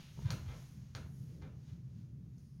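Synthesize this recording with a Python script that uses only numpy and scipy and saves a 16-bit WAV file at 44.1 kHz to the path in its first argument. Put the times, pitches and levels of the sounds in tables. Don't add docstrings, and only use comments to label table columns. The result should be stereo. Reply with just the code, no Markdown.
import sys
import numpy as np
from scipy import signal
from scipy.fft import rfft, irfft
from scipy.io import wavfile
from scipy.ndimage import uniform_filter1d

SR = 44100
rng = np.random.default_rng(int(sys.argv[2]) if len(sys.argv) > 2 else 0)


def pcm_store(signal):
    levels = np.round(np.clip(np.atleast_2d(signal), -1, 1) * 32767)
    wavfile.write(sys.argv[1], SR, levels.astype(np.int16).T)


N = 114660
T = np.arange(N) / SR

# freq_hz, gain_db
LEFT_BIAS = [(100, -18), (380, 5), (700, 7), (1300, 9), (2400, 8), (4400, 13), (6500, 36), (9000, 5),
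             (15000, 21)]


def from_db(db):
    return 10 ** (np.asarray(db) / 20)


def unit_rms(x):
    return x / np.sqrt(np.mean(x ** 2) + 1e-20)


def envelope(rows):
    return from_db(np.interp(T, *np.transpose(rows)))


def at_hz(rows, hz):
    freqs_hz, values = np.transpose(rows)
    return np.interp(np.log(hz + 1e-9), np.log(freqs_hz), values)


def colour(x, spectrum):
    return irfft(rfft(x) * from_db(at_hz(spectrum, np.fft.rfftfreq(N, 1 / SR))), N)


def butter(x, hz, kind, order=2):
    return signal.sosfilt(signal.butter(order, hz, kind, fs=SR, output="sos"), x + 1e-18)


def pan(left_minus_right_db):
    return from_db(np.array([[0.5], [-0.5]]) * left_minus_right_db)


def clicks(rows):
    start_s, level_db = np.transpose(rows)
    return np.bincount((start_s * SR).astype(int), from_db(level_db), N)[:N]


def grains(per_s, spread_db):
    hits = rng.random(N) < per_s / SR
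    sizes = from_db(spread_db * np.clip(rng.standard_normal(N), -2, 2))
    return hits * sizes * rng.choice([-1, 1], N)


def ring(x, modes):
    out = 0
    for hz, gain_db, t60_s in modes:
        radius = from_db(-60 / (t60_s * SR))
        pole_real = radius * np.cos(2 * np.pi * hz / SR)
        mode = signal.lfilter([1, -pole_real], [1, -2 * pole_real, radius ** 2], x + 1e-18)
        out = out + from_db(gain_db) * mode
    return out


def noise_floor():
    spectrum = [(100, 6), (500, 3), (1500, -1), (4000, -9), (6500, -10), (8500, 0), (15500, -1)]  # freq_hz, gain_db
    return from_db(-74) * unit_rms(colour(rng.standard_normal((2, N)), spectrum))


def rumble(levels, spectrum):
    side_vs_mid = [(25, 16.5), (70, -20.5), (130, -11.5), (250, -8), (600, -3.5)]  # freq_hz, gain_db
    mid, side = [unit_rms(colour(noise, spectrum)) for noise in rng.standard_normal((2, N))]
    local_power = uniform_filter1d(mid ** 2, size=2600)
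    mid = unit_rms(mid / local_power ** 0.175)
    return envelope(levels) * (mid + colour(side, side_vs_mid) * [[1], [-1]])


def handling():
    # freq_hz, gain_db
    grip_levels, grip_spectrum = [(0, -53), (.14, -55), (.2, -46), (.42, -48), (.58, -50.5), (.67, -55),
                                  (.78, -48), (.91, -54.5), (1.0, -50.5), (1.22, -46), (1.36, -51),
                                  (1.5, -50.5), (1.63, -51.5), (1.72, -49), (2.0, -48), (2.33, -49),
                                  (2.45, -53), (2.6, -52)], [(30, -31), (70, -9), (100, -8), (130, 4), (165, -4.5),
                                                  (210, -11.5), (260, -21), (400, -31.5), (700, -48),
                                                  (1500, -67)]
    sway_levels, sway_spectrum = [(0, -72), (.14, -57), (.23, -49), (.5, -49.5), (.66, -64), (.86, -59),
                                  (1.07, -53.5), (1.14, -69), (1.3, -70), (1.45, -55), (1.62, -61),
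                                  (1.72, -57), (1.82, -62), (2.1, -69.5), (2.6, -64)], [(18, -24), (38, -16), (58, 9), (85, 12), (120, -8),
                                                (250, -46.5)]
    bumps = [(0.2469, -26.5, 119, 0.028), (.29, -37.5, 166.3, 0.038), (0.321, -32, 126, .035),
             (0.454, -36.5, 90.7, 0.046), (.946, -40.5, 130.7, 0.027), (1.419, -43.5, 88, 0.032),
             (1.713, -39.5, 107, 0.027)]
    finger_taps = [(.176, -54), (.191, -47), (.206, -57), (.222, -54), (1.021, -59), (1.06, -56)]  # start_s, level_db
    housing_modes = [(383, 1.5, 0.014), (640, -0.5, 0.0053), (907, -3.5, 0.036)]  # freq_hz, gain_db, t60_s
    grip = rumble(grip_levels, grip_spectrum)
    for start_s, level_db, pitch_hz, length_s in bumps:
        age_s = T - start_s
        arch = np.sin(np.pi * np.clip(age_s / length_s, 0, 1))
        grip = grip + from_db(level_db) * arch * np.sin(2 * np.pi * pitch_hz * age_s)
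    ticks = ring(butter(clicks(finger_taps), 730, "low"), housing_modes)
    return grip * pan(3) + rumble(sway_levels, sway_spectrum) + ticks * pan(-10)


def kitchen_tail():
    decay_times = [(200, .5), (530, 0.44), (1400, 0.4), (3700, 0.34), (10000, 0.32)]  # freq_hz, t60_s
    spectrum = [(150, 9.5), (500, 10.5), (850, 11.5), (1400, 5), (2700, 8), (4400, -4.5), (6500, 3.5),
                (12000, 16)]
    gap_s, build_s, coherent_below_hz = 0.00067, 0.002, 676
    t, tail = T[:SR * 3 // 4], 0
    edges_hz = np.geomspace(120, 17000, 15)
    for low_hz, high_hz in zip(edges_hz, edges_hz[1:]):
        hz = np.sqrt(low_hz * high_hz)
        t60_s = at_hz(decay_times, hz)
        left, independent = butter(rng.standard_normal((2, len(t))), [low_hz, high_hz], "band", order=3)
        coherence = 1 / (1 + (hz / coherent_below_hz) ** 2)
        right = coherence * left + np.sqrt(1 - coherence ** 2) * independent
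        band = np.array([left, right * from_db(-at_hz(LEFT_BIAS, hz))])
        decay = from_db(-60 * t / t60_s) * np.sqrt(np.log(1e6) / (t60_s * SR))
        tail = tail + band * decay * from_db(at_hz(spectrum, hz))
    return tail * np.clip((t - gap_s) / build_s, 0, 1)


def kitchen(x):
    echoes = [(.0078, -12), (.0095, -20.5), (.012, -10.5), (0.0204, -22)]
    right_lag_s, shadow_hz, shadow_db = 0.0001, 2200, -6.5
    direct = butter(butter(x, 700, "high", order=1), 9500, "low")
    early = sum(from_db(gain_db) * np.interp(T - delay_s, T, x) for delay_s, gain_db in echoes)
    left = from_db(3.5) * direct + early
    right = from_db(shadow_db) * butter(np.interp(T - right_lag_s, T, left), shadow_hz, "low", order=1)
    return np.array([left, right]) + signal.fftconvolve(x[None], kitchen_tail(), axes=1)[:, :N]


def fibre_friction(levels, spectrum):
    grain_share, flicker_db = 0.22, 0.04
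    sides = []
    for _ in range(2):
        catches = np.sqrt(grain_share) * unit_rms(grains(per_s=1500, spread_db=3.5))
        hiss = np.sqrt(1 - grain_share) * rng.standard_normal(N)
        sides.append(unit_rms(colour(catches + hiss, spectrum)))
    left, right = sides
    right = colour(right, [(hz, -db) for hz, db in LEFT_BIAS])
    flicker = from_db(flicker_db * unit_rms(butter(rng.standard_normal(N), 19, "low")))
    return envelope(levels) * flicker * np.array([left, right])


def rustle():
    # (freq_hz, gain_db)
    rub_levels, rub_spectrum = [(0, -56), (.13, -60.5), (.22, -55.5), (.45, -58.5), (.58, -55),
                                (.72, -62.5), (.9, -65), (1.12, -70.5), (1.33, -64), (1.52, -72),
                                (1.62, -67), (1.70, -62.5), (1.83, -73.5), (2.0, -67.5), (2.15, -78),
                                (2.34, -74), (2.41, -73), (2.6, -80.5)], [(300, 1.5), (700, -0.5), (1400, -0.5), (2800, -1.5),
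                                             (4200, -1.5), (6500, 0.5), (8500, -1), (15000, -3.5)]
    hiss_levels, hiss_spectrum = [(0, -61), (.45, -64), (.62, -58.5), (.74, -60), (.88, -78), (1.03, -63.5),
                                  (1.2, -59), (1.38, -67.5), (1.55, -78), (1.72, -91), (1.85, -88),
                                  (2.33, -80), (2.42, -70), (2.6, -80)], [(3000, -17.5), (6000, -3), (8000, 0), (11000, 8.5),
                                                (15500, -1.5)]
    sleeve_levels, sleeve_spectrum = [(0, -59), (.1, -63), (.22, -74), (.4, -100)], [(300, -14), (900, -10), (1800, -5.5), (3000, 3),
                                                     (5000, -4.5), (9000, -39)]
    cord_levels, cord_spectrum = [(2.28, -100), (2.39, -70.5), (2.5, -71.5), (2.6, -73.5)], [(3500, -25), (4400, -8), (5100, -1), (6200, -7),
                                                 (8000, -9), (9400, 5), (10600, -5), (15000, -13)]
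    groan_levels, groan_spectrum = [(1.0, -97), (1.2, -76), (1.33, -62), (1.47, -59), (1.62, -72.5),
                                    (1.9, -105)], [(150, -9.5), (270, 5.5), (400, 6), (600, -4),
                                                   (1000, -39), (2500, -75)]
    return (fibre_friction(rub_levels, rub_spectrum)
            + fibre_friction(hiss_levels, hiss_spectrum)
            + fibre_friction(sleeve_levels, sleeve_spectrum)
            + fibre_friction(cord_levels, cord_spectrum)
            + fibre_friction(groan_levels, groan_spectrum))


def cord_tick():
    ticks = [(2.382, -62)]  # start_s, level_db
    cord_modes = [(4500, -9, 0.0054), (5360, -6, 0.0045), (6100, 5.5, .004), (9350, -2, .003)]  # freq_hz, gain_db, t60_s
    return ring(clicks(ticks), cord_modes)


def rope_squeak():
    squeak = (.243, .035, 980, 70, -56)  # start_s, length_s, pitch_hz, rise_hz, level_db
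    start_s, length_s, pitch_hz, rise_hz, level_db = squeak
    progress = np.clip((T - start_s) / length_s, 0, 1)
    phase = 2 * np.pi * np.cumsum(pitch_hz + rise_hz * progress) / SR
    return from_db(level_db) * np.sin(np.pi * progress) * np.sin(phase)


def hanger():
    knocks = [(0.3051, -19, 7900, 0.00068, -23), (0.9505, -22, 3700, 0.00059, -16),
              (1.4168, -39.5, 910, 0.0056, 6)]
    creaks = [(0.231, 0.028, 0.024, 0.049, -44, 2600), (0.452, 0.02, 0.039, 0.068, -43, 1860),
              (1.415, 0.0035, 0.019, 0.046, -45.5, 1680), (1.66, 0.027, 0.017, 0.049, -64, 4500)]
    hanger_modes = [(330, -28, 0.016), (670, -32.5, 0.01), (1450, -19.5, 0.0068), (1650, -42, 0.01),
                    (2240, -30.5, 0.0064), (2900, -36, 0.0089), (3440, -17, 0.0028), (4230, -10.5, 0.0072),
                    (4700, -12.5, 0.002), (5620, -22, 0.014), (6300, -33, 0.0044)]
    rasp_spectrum = [(150, -6.5), (350, 2.5), (600, 1.5), (1000, 1), (1600, 3), (2600, 5), (3600, 14),
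                     (6000, -9)]
    creak_drive_db, crack_db = -13.5, -1
    blows, slips = 0, 0
    for start_s, level_db, cutoff_hz, second_delay_s, second_gain_db in knocks:
        pair = clicks([(start_s, level_db), (start_s + second_delay_s, level_db + second_gain_db)])
        blows = blows + butter(pair, cutoff_hz, "low", order=1)
    for start_s, rise_s, hold_s, fall_s, level_db, cutoff_hz in creaks:
        load = np.interp(T, start_s + np.cumsum([0, rise_s, hold_s, fall_s]), [0, 1, 1, 0])
        run = load * grains(per_s=1100, spread_db=5.5)
        slips = slips + from_db(level_db) * butter(run, cutoff_hz, "low")
    ringing = ring(blows + from_db(creak_drive_db) * slips, hanger_modes)
    return ringing + from_db(crack_db) * blows + colour(slips, rasp_spectrum)


def scene():
    chair = kitchen(hanger() + rope_squeak() + cord_tick())
    return chair + rustle() + noise_floor() + handling()


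def record(dry):
    shelf_hz, shelf_db, cutoff_hz = 6860, -11.5, 15900
    below = signal.sosfilt(signal.ellip(8, 0.5, 60, shelf_hz, fs=SR, output="sos"), dry)
    above = signal.sosfilt(signal.ellip(8, 0.5, 60, shelf_hz + 150, "high", fs=SR, output="sos"), dry)
    shelved = below + from_db(shelf_db) * above
    return signal.sosfilt(signal.ellip(10, 0.3, 70, cutoff_hz, fs=SR, output="sos"), shelved)


dry = scene()
out = record(dry)
pcm_store(out)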